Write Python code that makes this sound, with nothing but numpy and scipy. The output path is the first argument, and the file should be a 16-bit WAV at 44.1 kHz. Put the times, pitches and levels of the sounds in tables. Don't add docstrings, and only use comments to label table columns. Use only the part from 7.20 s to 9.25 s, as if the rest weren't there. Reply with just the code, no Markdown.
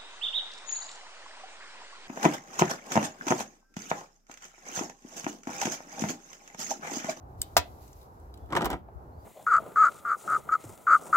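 import sys
import numpy as np
from scipy import signal
from scipy.fft import rfft, irfft
from scipy.io import wavfile
from scipy.ndimage import uniform_filter1d

SR = 44100
rng = np.random.default_rng(int(sys.argv[2]) if len(sys.argv) > 2 else 0)


def persist_wave(psi):
    counts = np.round(np.clip(psi, -1, 1) * 32767).astype(np.int16)
    wavfile.write(sys.argv[1], SR, np.atleast_2d(counts).T)


def magnitude_from_level(level_db):
    exponent = np.asarray(level_db, float) / 20
    return 10 ** exponent


N = 90404


def unit(x):
    return x / np.sqrt(np.mean(x ** 2))


def read(table, hz, col=1):
    table = np.array(table, float)
    return np.interp(np.log(hz + 1), np.log(table[:, 0]), table[:, col])


def coloured(x, table):
    n = x.shape[-1]
    gain = magnitude_from_level(read(table, np.fft.rfftfreq(n, 1 / SR)))
    return irfft(rfft(x) * gain, n)


def band(x, hz, octaves):
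    edges = np.clip([hz * 2 ** (-octaves / 2), hz * 2 ** (octaves / 2)], 10, .45 * SR)
    return signal.sosfilt(signal.butter(2, edges, "bandpass", fs=SR, output="sos"), x)


def high_pass(x, order, hz):
    return signal.sosfilt(signal.butter(order, hz, "high", fs=SR, output="sos"), x)


def late(x, lag_s):
    return irfft(rfft(x) * np.exp(-2j * np.pi * np.fft.rfftfreq(N, 1 / SR) * lag_s), N)


def push(times, db, contact_s):
    t = np.arange(N) / SR
    return sum(magnitude_from_level(d) * np.exp(-((t - s) / contact_s - 2) ** 2) for s, d in zip(times, db))


def ring(force, modes):
    x = 0
    for k, (hz, db, t60_s) in enumerate(modes):
        pole = np.exp(2j * np.pi * hz / SR - np.log(1000) / (t60_s * SR))
        x = x + (-1) ** k * magnitude_from_level(db) * signal.lfilter([1], [1, -pole], force).imag
    return high_pass(x, 1, 0.45 * modes[0][0])


def bursts(times, db, t60_s, loose=0.):
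    t = np.arange(N) / SR
    both, left, right = rng.standard_normal((3, N))
    noise = np.sqrt(1 - loose) * both + np.sqrt(loose) * np.array([left, right])
    return noise * sum(magnitude_from_level(d - 60 * np.clip(t - s, 0, 2) / t60_s) * (t >= s) for s, d in zip(times, db))


def walk(rate_hz):
    k = int(SR / rate_hz)
    steps = np.repeat(rng.standard_normal(N // k + 1), k)
    return unit(uniform_filter1d(uniform_filter1d(steps, k), k)[:N])


def grains(rate_hz, spread_db):
    when, how_big, sign = rng.random((3, N))
    size = magnitude_from_level(-spread_db * np.log(how_big + .02))
    return unit((when < rate_hz / SR) * size * np.sign(sign - .5))


# frequency in Hz, level in dB per Hz.
AIR_SPECTRUM = [(25, -9), (72, -1.5), (190, -20), (380, -18), (560, -22), (800, -19.5), (1400, -37),
                (4000, -72.5)]
# frequency in Hz, side against middle in dB.
AIR_WIDTH = [(30, -13), (150, -15.5), (380, -7), (700, -0.5), (1300, 7.5), (2400, 0.5)]
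# frequency in Hz, level in dB per Hz.
HISS_SPECTRUM = [(1180, -29.5), (2000, -15), (2900, -8), (7510, -16), (8480, -27.5), (12900, -6),
                 (16000, -4.5)]


def air():
    mid, side = coloured(rng.standard_normal((2, N)), AIR_SPECTRUM)
    side = coloured(side, AIR_WIDTH) * np.array([[1], [-1]])
    far, swell_db = 0, walk(5.6)
    for k, hz in enumerate(32 * 2. ** np.arange(8)):
        flicker_db = 1.3 * walk(14)
        far = far + (-1) ** k * magnitude_from_level(swell_db + flicker_db) * band(mid + side, hz, 1)
    engine = unit(band(rng.standard_normal(N), 56, 0.55)) * magnitude_from_level(-56.5 + 0.98 * walk(47))
    hiss = unit(coloured(rng.standard_normal((2, N)), HISS_SPECTRUM)) * magnitude_from_level(-79.5)
    return unit(far) * magnitude_from_level(-47.72) + engine + hiss


# start in s, length in s, first pitch in Hz, last pitch in Hz, level in dB.
WHISTLES = [
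    (1.177, 0.12, 3480, 3390, -80),
    (1.916, 0.15, 4200, 5000, -81),
]


def bird():
    t, out = np.arange(N) / SR, 0
    for s, length_s, hz0, hz1, db in WHISTLES:
        u = np.clip((t - s) / length_s, 0, 1)
        hz = (hz0 + (hz1 - hz0) * u) * (1 + .015 * walk(340))
        tone = np.sin(2 * np.pi * np.cumsum(hz) / SR)
        out = out + magnitude_from_level(db + 4.1 * walk(46)) * np.sin(np.pi * u) ** .5 * tone
    return out


# start in s, level in dB, pitch in Hz.
TAPS = [
    (1.685, -39, 720),
    (1.848, -51, 830),
    (1.72, -46, 440),
]


def far_taps():
    return sum(magnitude_from_level(12) * band(bursts([s], [db], .07), hz, .5) for s, db, hz in TAPS)


# frequency in Hz, t60 in s, level in dB.
ECHOES = [(160, 0.54, -16), (444, 0.29, -19), (1063, 0.095, -6), (2500, 0.19, -14), (6000, 0.06, -16.5),
          (13000, 0.078, -14.5)]


def yard(x):
    t = np.arange(SR // 2) / SR
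    tail = 0
    for hz, t60_s, db in ECHOES:
        tail = tail + band(rng.standard_normal((2, len(t))), hz, 1.39) * magnitude_from_level(db - 23 - 60 * t / t60_s)
    build_up = np.clip(t / 0.0077, 0, 1)
    return signal.fftconvolve(x, tail * build_up, axes=1)[:, :N]


# start in s, pitch in Hz, level in dB, left over right in dB.
GROUND_THUMPS = [
    (0.377, 82, -38.5, -2.5),
    (1.445, 59, -37, -4),
    (1.52, 62, -41, 2.5),
    (1.749, 71.8, -57.5, 34.5),
    (.19, 69.8, -45, 1),
    (1.226, 64.6, -44.5, 1),
]


def thumps():
    t, out = np.arange(N) / SR, 0
    phase, half = np.array([[.6], [-.6]]), np.array([[.5], [-.5]])
    for s, hz, db, pan_db in GROUND_THUMPS:
        u = np.clip(t - s, 0, 2) / 0.011
        tone = np.sin(2 * np.pi * hz * (t - s) + phase)
        out = out + magnitude_from_level(db + 18) * u * np.exp(-u) * tone * magnitude_from_level(pan_db * half)
    return out


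# time in s, level in dB.
SLEEVE_LEVEL = [(0, -81.5), (0.167, -77), (0.198, -64), (.3, -68), (.45, -66), (0.59, -68), (.625, -62),
                (.7, -65), (.84, -68), (0.9, -73.5), (1.0, -75), (1.1, -76.5), (1.2, -73.5), (1.3, -74.5),
                (1.56, -73.5), (1.62, -84.5), (1.951, -79), (2.05, -70)]
# frequency in Hz, level in dB per Hz.
CLOTH_SPECTRUM = [(1180, -39), (2000, -5.5), (3400, -11), (3940, -6), (6530, -5.5), (9170, -8), (12700, -2),
                  (16000, -12)]


def sleeves():
    level_db = np.interp(np.arange(N) / SR, *np.array(SLEEVE_LEVEL).T)
    crackle = np.array([grains(1500, 3.3), grains(1500, 3.3)])
    x = rng.standard_normal((2, N)) + 0.56 * crackle
    return unit(coloured(x, CLOTH_SPECTRUM)) * magnitude_from_level(level_db + 2.5 + 1.2 * walk(25))


# start in s, level in dB, pitch in Hz.
SMALL_TICKS = [
    (0.6788, -48.5, 6500),
    (0.73, -48.5, 6300),
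    (0.815, -50.5, 4030),
    (0.8287, -54, 10500),
    (1.1402, -44, 4130),
    (1.1747, -50, 3620),
    (1.259, -56, 3580),
    (0.999, -60, 9000),
]


def small_ticks():
    out = 0
    for s, db, hz in SMALL_TICKS:
        snap = bursts([s], [db], .025)
        out = out + magnitude_from_level(-4) * band(snap, 5900, 2.6) + band(snap, hz, .6)
    return out


# start in s, level in dB.
PIN_CONTACTS = [
    (.2157, -24),
    (.2163, -18),
    (.2169, -17),
    (.2186, -23),
    (.2290, -38),
]
# frequency in Hz, level in dB, t60 in s.
PIN_MODES = [(4210, -9, .006), (5650, -10.5, 0.007), (6730, -14, .012), (7440, -5, 0.014),
             (8184, 1, 0.0047), (8540, -3.5, 0.0099), (10760, -9, .01), (12600, -1, .01), (13500, -5, 0.01),
             (13960, -6, .012), (14680, -8, 0.01)]


def pin():
    s, db = np.array(PIN_CONTACTS).T
    snap = bursts(s, db, .009)
    out = magnitude_from_level(-3) * ring(push(s, db, .00002), PIN_MODES)
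    for hz, octaves, snap_db in [(6100, 1.4, -7.5), (4400, .6, -3), (12600, .25, -3)]:
        out = out + magnitude_from_level(snap_db) * band(snap, hz, octaves)
    return out + magnitude_from_level(-22.5) * band(bursts(s, db, 0.036), 5500, 3)


# start in s, length in s, slip rate in Hz, level in dB.
CHATTER_BURSTS = [
    (1.327, 0.013, 1074, -30.5),
    (1.3515, 0.0079, 400, -29.5),
    (1.362, 0.015, 1200, -23),
    (1.408, 0.0062, 900.6, -29),
    (1.422, 0.0186, 210, -32),
    (1.457, .014, 901, -31),
    (1.469, 0.0061, 336.4, -27),
    (1.507, .016, 1286, -42.5),
    (1.532, 0.011, 840, -32.5),
]


def chatter():
    t, out = np.arange(N) / SR, 0
    for s, length_s, hz, db in CHATTER_BURSTS:
        shape = np.sin(np.pi * np.clip((t - s) / length_s, 0, 1)) ** .5
        slip = np.cumsum(hz * np.exp(.22 * walk(500))) / SR % 1 - .5
        rough = magnitude_from_level(-5) * unit(band(rng.standard_normal(N), hz, 1.18))
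        out = out + magnitude_from_level(db) * (unit(band(slip, 1.05 * hz, 1.2)) + rough) * shape
    return out


# start in s, tick level in dB, thud level in dB.
PLUG_KNOCKS = [(1.304, -42.5, -41), (1.324, -29, -22), (1.331, -34.5, -22), (1.3516, -23, -30),
               (1.3649, -20.5, -25), (1.371, -24.5, -16.5), (1.4081, -27.5, -30), (1.4190, -25, -31),
               (1.425, -52, -16.5), (1.4433, -41, -42), (1.445, -26, -44), (1.45, -33, -42),
               (1.4566, -30, -38), (1.4617, -31, -42), (1.469, -69, -33), (1.5027, -29, -45),
               (1.512, -32.5, -23.5), (1.516, -36, -32), (1.5300, -30.5, -25), (1.5398, -63, -18)]
# frequency in Hz, level in dB, t60 in s.
BUMPER_MODES = [(179.6, -6, 0.095), (258.7, -7.5, 0.093), (349, 1.5, 0.07), (505, -2.5, 0.032),
                (656, 1, 0.017), (756, -1.5, 0.048), (906, 6.5, 0.016), (1026, -0.5, 0.017),
                (1290, -1, 0.016), (1620, -4, 0.0096), (1857, -9, 0.018), (2300, -9.5, 0.013),
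                (2680, -13.5, 0.0076), (3000, -14, .015)]
# time in s, level in dB.
SLIDE_PRESSURE = [
    (1.291, -51.5),
    (1.329, -29.5),
    (1.343, -35),
    (1.366, -23.5),
    (1.401, -28.5),
    (1.445, -28.5),
    (1.487, -34),
    (1.535, -28),
    (1.609, -60.5),
]
# frequency in Hz, level in dB.
TICK_SPECTRUM = [(1000, 9.5), (2000, 1.5), (3500, 0), (5300, -9.5), (8050, -9), (9400, -11), (12400, -20),
                 (16000, -23)]
# start in s, level in dB.
PRONG_TOUCHES = [
    (1.446, -33.5),
    (1.456, -24),
    (1.5016, -32),
]


def plug():
    s, tick_db, thud_db = np.array(PLUG_KNOCKS).T
    press = magnitude_from_level(np.interp(np.arange(N) / SR, *np.array(SLIDE_PRESSURE).T, left=-120, right=-120))
    slide = unit(ring(grains(2000, 0.5), BUMPER_MODES)) * press * magnitude_from_level(-4.5)
    grit = unit(coloured(grains(5600, 4.8), TICK_SPECTRUM)) * press * magnitude_from_level(-20.5)
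    thud = magnitude_from_level(-4.5) * push(s, thud_db, 0.00019) + magnitude_from_level(-8.5) * bursts(s, thud_db, 0.022)
    knock = magnitude_from_level(-28) * ring(thud, BUMPER_MODES)
    snap = bursts(s, tick_db, 0.022, loose=.5) + magnitude_from_level(-5.5) * bursts(s, tick_db, 0.066, loose=.5)
    click = coloured(snap, TICK_SPECTRUM)
    prongs = band(bursts(*np.array(PRONG_TOUCHES).T, 0.0227, loose=.5), 10500, 2.6)
    return slide + grit + knock + click + prongs + chatter()


# start in s, blow level in dB, rattle level in dB.
LATCH_CONTACTS = [
    (.3668, -5.5, -13),
    (.3683, -5, -10),
    (.3702, -17, -15),
    (.3712, -16, -19),
    (.3752, -17, -21),
    (.3766, -17, -21),
    (.3784, -20, -23),
]
# start in s, level in dB.
PLATE_SLAMS = [
    (.36708, -5),
    (.36724, -8),
    (.36850, -8),
    (.36865, -4),
    (.36970, -12),
    (.37140, -14),
    (.3730, -19),
    (.3753, -17),
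    (.3768, -17),
    (.3785, -19),
]
# frequency in Hz, level in dB, t60 in s.
BODY_MODES = [(82, -32, 0.35), (169, -16.5, 0.44), (228, -14.5, 0.14), (291, -6.5, 0.2), (419, -3, 0.13),
              (584, -7, 0.05), (696, -9.5, 0.05), (864, -13.5, 0.1), (971, 0, 0.087), (1130, -4.5, .06),
              (1200, -11.5, .05), (1390, -8.5, 0.07), (1620, -18.5, .07)]
# frequency in Hz, level in dB, t60 in s.
STEEL_MODES = [(2035, -7.5, 0.03), (2710, -6.5, 0.033), (3360, -5, 0.052), (3560, -3, 0.051),
               (4120, -3, 0.035), (5010, -3, 0.022), (5780, -7, 0.022), (7000, -3, 0.019), (7500, -6, 0.03),
               (10200, -9, 0.03), (12800, 1.5, .025), (14800, -13, .02)]


def latch():
    s, blow_db, rattle_db = np.array(LATCH_CONTACTS).T
    slam = push(*np.array(PLATE_SLAMS).T, .00005)
    plate = magnitude_from_level(11) * signal.lfilter(*signal.iirpeak(720, 1, fs=SR), slam)
    swing = push([.3657], [-19], .0005)
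    shove = band(slam, 3200, 4.2) + plate - swing
    body = magnitude_from_level(-38.5) * ring(push(s, blow_db, 0.00009), BODY_MODES)
    steel = magnitude_from_level(-33.5) * ring(bursts(s, rattle_db, 0.013, loose=.5) + magnitude_from_level(-5.5) * slam, STEEL_MODES)
    crack = band(bursts(s, rattle_db, 0.011, loose=.5), 3400, 2.5)
    sizzle = magnitude_from_level(-12) * band(bursts(s, rattle_db, 0.035, loose=.5), 12500, 1)
    tail = magnitude_from_level(-17) * band(bursts(s, rattle_db, .085, loose=.5), 2600, 2.8)
    return shove + body + steel + crack + sizzle + tail


def ports(x, lag_s, pan_db):
    t = np.arange(SR // 100) / SR
    scatter = band(rng.standard_normal((2, len(t))) * magnitude_from_level(-24 - 60 * t / .006), 5300, 3.63)
    pair = np.array([x[0] * magnitude_from_level(pan_db), late(x[1], lag_s) * magnitude_from_level(-pan_db)])
    return pair + signal.fftconvolve(pair, scatter, axes=1)[:, :N]


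def scene():
    steel = pin() + latch() + small_ticks()
    plastic = plug()
    near = ports(steel, lag_s=0.00012, pan_db=1) + ports(plastic, lag_s=0.00015, pan_db=0.22)
    echoes = yard(steel + magnitude_from_level(-3.5) * plastic)
    return near + echoes + thumps() + sleeves() + air() + bird() + far_taps()


def top_cut(x):
    return signal.sosfilt(signal.butter(12, 16810, fs=SR, output="sos"), x)


def record(dry):
    x = high_pass(dry, 2, 55)
    x = x - .75 * signal.lfilter(*signal.iirpeak(9350, 7, fs=SR), x)
    x = 1.4 * np.tanh(x / 1.4)
    top = signal.ellip(8, .2, 42, 15900, fs=SR, output="sos")
    mix = signal.sosfilt(top, x)
    return top_cut(mix)


dry = scene()
out = record(dry)
persist_wave(out)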